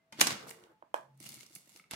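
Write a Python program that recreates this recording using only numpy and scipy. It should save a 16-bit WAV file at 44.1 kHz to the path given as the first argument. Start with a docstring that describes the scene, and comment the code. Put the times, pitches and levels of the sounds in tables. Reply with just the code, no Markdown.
"""In a hard-walled room, close to the microphone, hands tear shrink wrap off a small cardboard box.
The taut film releases its tension in a few loud snaps and a tear of many tiny slips. Palms and
fingertips rub by stick-slip friction, and two knocks excite the damped modes of the box.
The loosened film rustles and buckles in crinkles as it is pulled away, then snaps once more, with a
low thud from the box. Snaps, crinkles and knocks leave a short diffuse reverberation."""
import sys
import numpy as np
from scipy import signal
from scipy.fft import rfft, irfft, next_fast_len
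from scipy.io import wavfile

SR = 44100
rng = np.random.default_rng(int(sys.argv[2]) if len(sys.argv) > 2 else 0)


def generate_wav(sig):
    """Save sig (samples, or channels by samples) to the path in sys.argv[1] as 16-bit PCM at SR."""
    pcm = np.round(np.clip(np.atleast_2d(sig).T, -1, 1) * 32767).astype(np.int16)
    wavfile.write(sys.argv[1], SR, pcm)


N = 85995

# resonances of the film stretched over the box: pitch_hz, bandwidth_hz, gain_db
FILM_RESONANCES = [(1350, 30, 4.5), (2140, 170, 6), (2820, 120, 3), (3490, 200, -2.5), (4380, 230, -7)]
# spectrum of slack film: frequency_hz, level_db
SLACK_SPECTRUM = [(60, -30.5), (250, -10.5), (900, -6.5), (1550, -12), (2200, -7.5), (3200, -7.5),
                  (4200, -4), (7000, -3), (11000, -4.5), (15500, -13)]


def amp(db):
    """Amplitude ratio of a level in decibels."""
    return 10 ** (np.asarray(db) / 20)


def unit(x):
    """Normalisation to rms 1."""
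    return x / np.sqrt(np.mean(x ** 2) + 1e-20)


def along(points, hz):
    """Interpolation of (frequency_hz, value) points on a logarithmic frequency axis."""
    point_hz, values = np.transpose(points)
    return np.interp(np.log(hz + 1), np.log(point_hz + 1), values)


def envelope(points):
    """Amplitude envelope through (time_s, level_db) points."""
    return amp(np.interp(np.arange(N) / SR, *np.transpose(points)))


def sides(pan_db):
    """Level difference between the channels: left exceeds right by pan_db."""
    return amp(np.array([[pan_db], [-pan_db]]) / 2)


def add(out, start_s, sound):
    """Superposition of a sound on the mix from start_s on."""
    part = out[:, int(start_s * SR):][:, :sound.shape[1]]
    part += sound[:, :part.shape[1]]


def high_pass(x, hz, order):
    """Maximally flat attenuation of the band below hz."""
    return signal.sosfilt(signal.butter(order, hz, 'highpass', fs=SR, output='sos'), x)


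def coloured(pair, spectrum, tilt_db=0):
    """Spectral shaping of a noise pair to rms 1; long waves reach both channels coherently."""
    # likeness of left and right: frequency_hz, correlation
    coherence = [(100, .92), (300, .8), (600, .3), (1000, 0), (10000, 0)]
    size = pair.shape[1]
    hz = np.fft.rfftfreq(size, 1 / SR)
    octaves = np.log2(np.maximum(hz, 300) / 4000)
    gain = amp(along(spectrum, hz) + tilt_db * octaves)
    angle = np.arccos(np.clip(along(coherence, hz), -1, 1)) / 2
    mid, side = irfft(rfft(pair) * gain * [np.cos(angle), np.sin(angle)], size)
    return unit(np.array([mid + side, mid - side]))


def resonate(x, peaks):
    """Forced response of parallel resonators driven by x."""
    return sum(amp(db) * signal.lfilter(*signal.iirpeak(hz, hz / width, SR), x)
               for hz, width, db in peaks)


def ring(modes, attack_s, lag_s=0, tilt_db=0):
    """Free vibration of damped modes, reaching the left channel lag_s late; tilt_db is per octave."""
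    t = np.maximum(np.arange(4096) / SR - np.array([[lag_s], [0]]), 0)
    onset = (1 - np.exp(-t / attack_s)) ** 2
    vibration = np.zeros_like(t)
    for hz, db, t60 in modes:
        gain = amp(db + tilt_db * np.log2(hz / modes[1][0]))
        vibration += gain * np.cos(2 * np.pi * hz * t) * np.exp(-np.log(1000) * t / t60)
    return onset * vibration


def reverberate(x, wet_db, t60_scale=0.89):
    """Direct sound plus a diffuse field, in which absorption removes the treble first."""
    # reverberation time before scaling: frequency_hz, t60_s
    decay_times = [(120, 0.69), (500, 0.56), (1500, 0.51), (5000, 0.39), (13000, 0.26)]
    wall_delay_s, build_s = 0.0027, 0.0034
    hz, t, noise = signal.stft(rng.standard_normal((2, SR)), SR, nperseg=256)
    decay = amp(-60 * t / t60_scale / along(decay_times, hz)[:, None])
    tail = signal.istft(noise * decay, SR, nperseg=256)[1]
    since_reflection = np.maximum(np.arange(tail.shape[1]) / SR - wall_delay_s, 0)
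    tail *= 1 - np.exp(-since_reflection / build_s)
    tail = coloured(tail, [(1, 0)]) / np.sqrt(tail.shape[1])
    return x + amp(wet_db) * signal.fftconvolve(x, tail, axes=1)[:, :N]


def background():
    """Ambient noise floor, over which faint pure tones swell and fade."""
    # faint tones: centre_s, half_length_s, pitch_hz, level_db
    faint_tones = [(.01, 0.041, 2070, -83), (0.108, 0.086, 655, -76.5), (0.514, 0.13, 452, -64),
                   (0.627, 0.049, 358.7, -67), (0.706, 0.017, 331.4, -64.5), (0.745, 0.049, 863, -72.5),
                   (1.159, 0.092, 136.3, -62.5), (1.102, 0.062, 864, -74.5)]
    # spectrum of the quiet room: frequency_hz, level_db
    floor_spectrum = [(25, -12), (150, -1), (600, -6.5), (2000, -12), (5000, -22.5), (15000, -30.5)]
    t = np.arange(N) / SR
    tones = np.zeros(N)
    for centre_s, half_s, hz, db in faint_tones:
        swell = amp(db) * np.exp(-((t - centre_s) / half_s) ** 2)
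        tones += swell * np.sqrt(2) * np.sin(2 * np.pi * (hz * t + rng.random()))
    return tones + amp(-78) * coloured(rng.standard_normal((2, N)), floor_spectrum)


def stick_slip(slips_per_s, scatter_db, hiss):
    """Friction as shot noise: tiny slips of random time and size over a smooth hiss."""
    occurs = rng.random(N) < slips_per_s / SR
    slips = occurs * amp(scatter_db * np.clip(rng.standard_normal(N), -2, 2))
    slip_decay = np.exp(-np.arange(256) / (.0005 * SR))
    power = np.convolve(slips ** 2, slip_decay)[:N]
    return rng.standard_normal((2, N)) * np.sqrt(power / power.mean() + hiss ** 2)


def cracks(events, spectrum):
    """Impulsive excitation: each facet of film that flips gives a noise burst and rings at its pitch."""
    attack_s, facet_q, facet_db = .0004, 4.2, 1.5
    out, t = np.zeros((2, N)), np.arange(4096) / SR
    for start_s, db, decay_s, tilt_db, pan_db, hz in events:
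        shape = (1 - np.exp(-t / attack_s)) * np.exp(-t / decay_s)
        burst = coloured(rng.standard_normal((2, len(t))), spectrum, tilt_db)
        burst = unit(burst + resonate(burst, [(hz, hz / facet_q, facet_db)]))
        add(out, start_s, amp(db) * sides(pan_db) * shape / shape.max() * burst)
    return out


def taut_film():
    """A membrane under tension twangs, fractures in snaps and a running tear, and ticks on the box edge."""
    # tear running through the film: time_s, level_db
    tear_levels = [(.115, -100), (.128, -59), (.17, -62.5), (.205, -40), (.222, -31.5), (.25, -56),
                   (.32, -36.5), (.36, -59), (.43, -58), (.55, -100), (1.89, -100), (1.915, -46.5),
                   (1.95, -47.5)]
    # spectrum of the tear: frequency_hz, level_db
    tear_spectrum = [(60, -25.5), (250, -6.5), (700, 0.5), (1300, 1), (2300, -0.5), (4500, -0.5),
                     (7000, -5.5), (11000, -12.5), (15500, -20)]
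    # film giving way: start_s, level_db, decay_s, tilt_db_per_octave, pan_db, pitch_hz
    snaps = [(.1238, -46, 0.0064, -2.5, -2, 5470), (.1964, -34.5, 0.0043, -1, 5, 4300),
             (.2079, -19.5, 0.0086, 5.5, -2, 6500), (.2118, -12.5, 0.0048, -0.33, -1.5, 2760),
             (.2694, -23, 0.0065, -0.24, -1.5, 5500), (.3052, -33, 0.0043, -2, 2, 4150),
             (1.9102, -37.5, 0.0026, 1.5, -9.5, 9000), (1.9355, -34, 0.00095, -2, -4.5, 4940)]
    # spectrum of taut film: frequency_hz, level_db
    snap_spectrum = [(30, -22.5), (100, -20.5), (250, 3.5), (600, -6.5), (1000, 1.5), (3000, -2.5),
                     (4500, -3), (7000, -3.5), (11000, -4), (15500, -18)]
    # modes of the film as it is first pulled tight: pitch_hz, level_db, t60_s
    twang_modes = [(904, -2.5, 0.23), (2100, 6.5, 0.043), (2434, -0.5, .07), (3080, -3, .13)]
    # film catching on the box edge: start_s, level_db, pitch_hz
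    ticks = [(1.377, -47.5, 2000), (1.4078, -45.5, 2070), (1.56, -45.5, 2115), (1.7741, -52, 1505),
             (1.7965, -39, 1790), (1.8398, -46.5, 1795), (1.9096, -28.5, 3240)]
    # modes of the film over that edge: pitch_hz, level_db, t60_s
    edge_modes = [(1293, -4, 0.025), (2197, 1.5, 0.018), (2670, 0.5, 0.015), (3650, -1, 0.017),
                  (4490, 0.5, 0.013)]
    attack_s, fall_db_per_octave = 0.0007, 17.5
    slips = stick_slip(slips_per_s=900, scatter_db=4, hiss=.8)
    tear = envelope(tear_levels) * coloured(slips, tear_spectrum)
    out = cracks(snaps, snap_spectrum) + tear + amp(-6) * resonate(tear, FILM_RESONANCES)
    add(out, start_s=.124, sound=amp(-52) * ring(twang_modes, attack_s))
    for start_s, db, catch_hz in ticks:
        # modes further from the pitch of the catch ring less
        modes = [(hz, mode_db - fall_db_per_octave * abs(np.log2(hz / catch_hz)), t60)
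                 for hz, mode_db, t60 in edge_modes]
        add(out, start_s, amp(db) * ring(modes, attack_s))
    return reverberate(out, wet_db=-9.5)


def hands():
    """Palms and fingertips make friction noise; soft impacts excite the low modes of the held box."""
    # palms shifting on the box: time_s, level_db
    palm_levels = [(.11, -95), (.13, -62), (.17, -62), (.21, -47), (.26, -51), (.32, -47), (.41, -62),
                   (.46, -57), (.55, -71), (.8, -86), (1.02, -74), (1.19, -78), (1.22, -63), (1.38, -63),
                   (1.47, -76), (1.56, -73), (1.88, -80), (1.93, -70)]
    # spectrum of the palms: frequency_hz, level_db
    palm_spectrum = [(25, -21), (70, -25), (100, -8), (135, 2.5), (200, 1.5), (300, -6), (500, -29),
                     (1200, -34.5)]
    # dull bumps of the box in the hand: start_s, level_db, tilt_db_per_octave
    bumps = [(.186, -32.5, 7.5), (0.2109, -21.5, 4), (0.456, -44, -2.5), (.83, -55, 5), (1.2034, -43, 0.5),
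             (1.334, -52, 11), (1.372, -46.5, -3), (1.505, -51, 5), (1.56, -54.5, -15), (1.67, -57, 15),
             (1.75, -50.5, 1), (1.798, -61.5, -15), (1.912, -43, -2)]
    # modes of the held box: pitch_hz, level_db, t60_s
    held_modes = [(172, -5.5, 0.06), (284, -3, 0.045), (318, -1.5, 0.042), (600, -13.5, .03)]
    # fingertips sliding on the wrap: time_s, level_db
    finger_levels = [(.1, -105), (.25, -66.5), (.47, -53.5), (.56, -64.5), (.66, -66), (.72, -65.5),
                     (.79, -87), (.85, -100)]
    # spectrum of the fingertips: frequency_hz, level_db
    finger_spectrum = [(100, -34), (300, -11.5), (470, 0.5), (700, -7), (1000, -6.5), (1500, -8),
                       (3000, -33)]
    skin = dict(slips_per_s=300, scatter_db=2, hiss=1)
    out = envelope(palm_levels) * coloured(stick_slip(**skin), palm_spectrum)
    for start_s, db, tilt_db in bumps:
        add(out, start_s, amp(db) * ring(held_modes, attack_s=0.0032, tilt_db=tilt_db))
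    return out + envelope(finger_levels) * coloured(stick_slip(**skin), finger_spectrum)


def loose_film():
    """Buckling crinkles stand out of a fine rustle; both force the film still on the box to resonate."""
    # rustle of the pulled film: time_s, level_db
    rustle_levels = [(.435, -110), (.48, -49.5), (.53, -73), (.63, -71), (.72, -104), (.935, -100),
                     (.952, -57.5), (1.1, -101), (1.19, -78.5), (1.21, -57.5), (1.28, -56), (1.36, -59),
                     (1.42, -55), (1.46, -75.5), (1.53, -63), (1.575, -63.5), (1.63, -74), (1.71, -63),
                     (1.77, -59.5), (1.82, -74), (1.88, -88)]
    # facets buckling: start_s, level_db, decay_s, tilt_db_per_octave, pan_db, pitch_hz
    crinkles = [(.4935, -45, 0.003, -0.5, 4, 8500), (.505, -39.5, 0.002, 12, -6, 9000),
                (.5095, -43.5, 0.0031, -3.5, -1, 1790), (.6375, -55.5, 0.0025, -5.5, -6.5, 3017),
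                (1.1755, -62, 0.0011, 13, -5, 8100), (1.2012, -49, 0.0032, 0.5, -6.5, 8300),
                (1.226, -50.5, 0.0052, 0, 5.5, 7980), (1.2408, -51.5, 0.0028, -2.5, -3, 7900),
                (1.2594, -46.5, 0.0047, 0, 7, 7200), (1.264, -51.5, 0.0049, -1, -12, 2850),
                (1.2865, -56, 0.0043, 5, 11, 11500), (1.2902, -42.5, 0.005, 5, 3, 4400),
                (1.3192, -53, 0.0024, 3, 10, 8750), (1.3324, -53, 0.0022, 7, -1, 8750),
                (1.3416, -44.5, .003, 5, 3, 8700), (1.4075, -49, 0.0023, 1.7, 11, 4500),
                (1.4305, -51, .003, -2.5, -9, 7220), (1.4632, -50.5, 0.0027, 1, -5.5, 5370),
                (1.551, -43, 0.009, 5.5, -5.5, 10040), (1.5603, -50.5, 0.0023, -2.5, 2, 6000),
                (1.693, -54.5, 0.0016, 0, -11, 7200), (1.761, -50, 0.0028, -2, 1, 5250),
                (1.7738, -59, .002, 1.5, -14, 8830)]
    slips = stick_slip(slips_per_s=520, scatter_db=4.6, hiss=.55)
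    rustle = envelope(rustle_levels) * sides(pan_db=-1.5) * coloured(slips, SLACK_SPECTRUM)
    film = cracks(crinkles, SLACK_SPECTRUM) + rustle
    return reverberate(film + resonate(film, FILM_RESONANCES), wet_db=-7.5)


def box():
    """Impulses excite heavily damped cardboard modes and slap the film against the box."""
    # two finger knocks, then the final snap's thud: start_s, level_db, tilt_db_per_octave, relative_slap_db
    impulses = [(0.8243, -42, -5.5, -37), (0.9418, -21.5, 0, -20.5), (1.9356, -39, 0, -24)]
    # modes of the cardboard box: pitch_hz, level_db, t60_s
    box_modes = [(387, -13, 0.02), (663, 4, 0.015), (835, 5, 0.014), (943, 6, 0.013), (1652, -2, 0.018),
                 (2475, -13.5, 0.02), (3190, -8, 0.011)]
    out, t = np.zeros((2, N)), np.arange(4096) / SR
    slap_decay = np.exp(-t / 0.0029)
    for start_s, db, tilt_db, slap_db in impulses:
        body = ring(box_modes, attack_s=0.00048, lag_s=0.00031, tilt_db=tilt_db)
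        slap = amp(slap_db) * slap_decay * coloured(rng.standard_normal((2, len(t))), SLACK_SPECTRUM)
        add(out, start_s, amp(db) * sides(pan_db=-4.5) * (body + slap))
    return reverberate(high_pass(out, hz=362, order=4), wet_db=-11.5, t60_scale=0.53)


def scene():
    """Superposition of film, box and hands on the quiet room."""
    return taut_film() + loose_film() + box() + hands() + background()


def record(dry):
    """Soft saturation rounds the highest peaks; band limiting thins the deep bass and cuts the top."""
    ceiling, low_cut_hz, top_hz = .62, 60, 15900
    size = next_fast_len(N + SR // 2)
    rounded = dry / (1 + (dry / ceiling) ** 6) ** (1 / 6)
    thinned = high_pass(rounded, low_cut_hz, order=2)
    low_pass = 1 / np.sqrt(1 + (np.fft.rfftfreq(size, 1 / SR) / top_hz) ** 160)
    return irfft(rfft(thinned, size) * low_pass, size)[:, :N]


dry = scene()
out = record(dry)
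generate_wav(out)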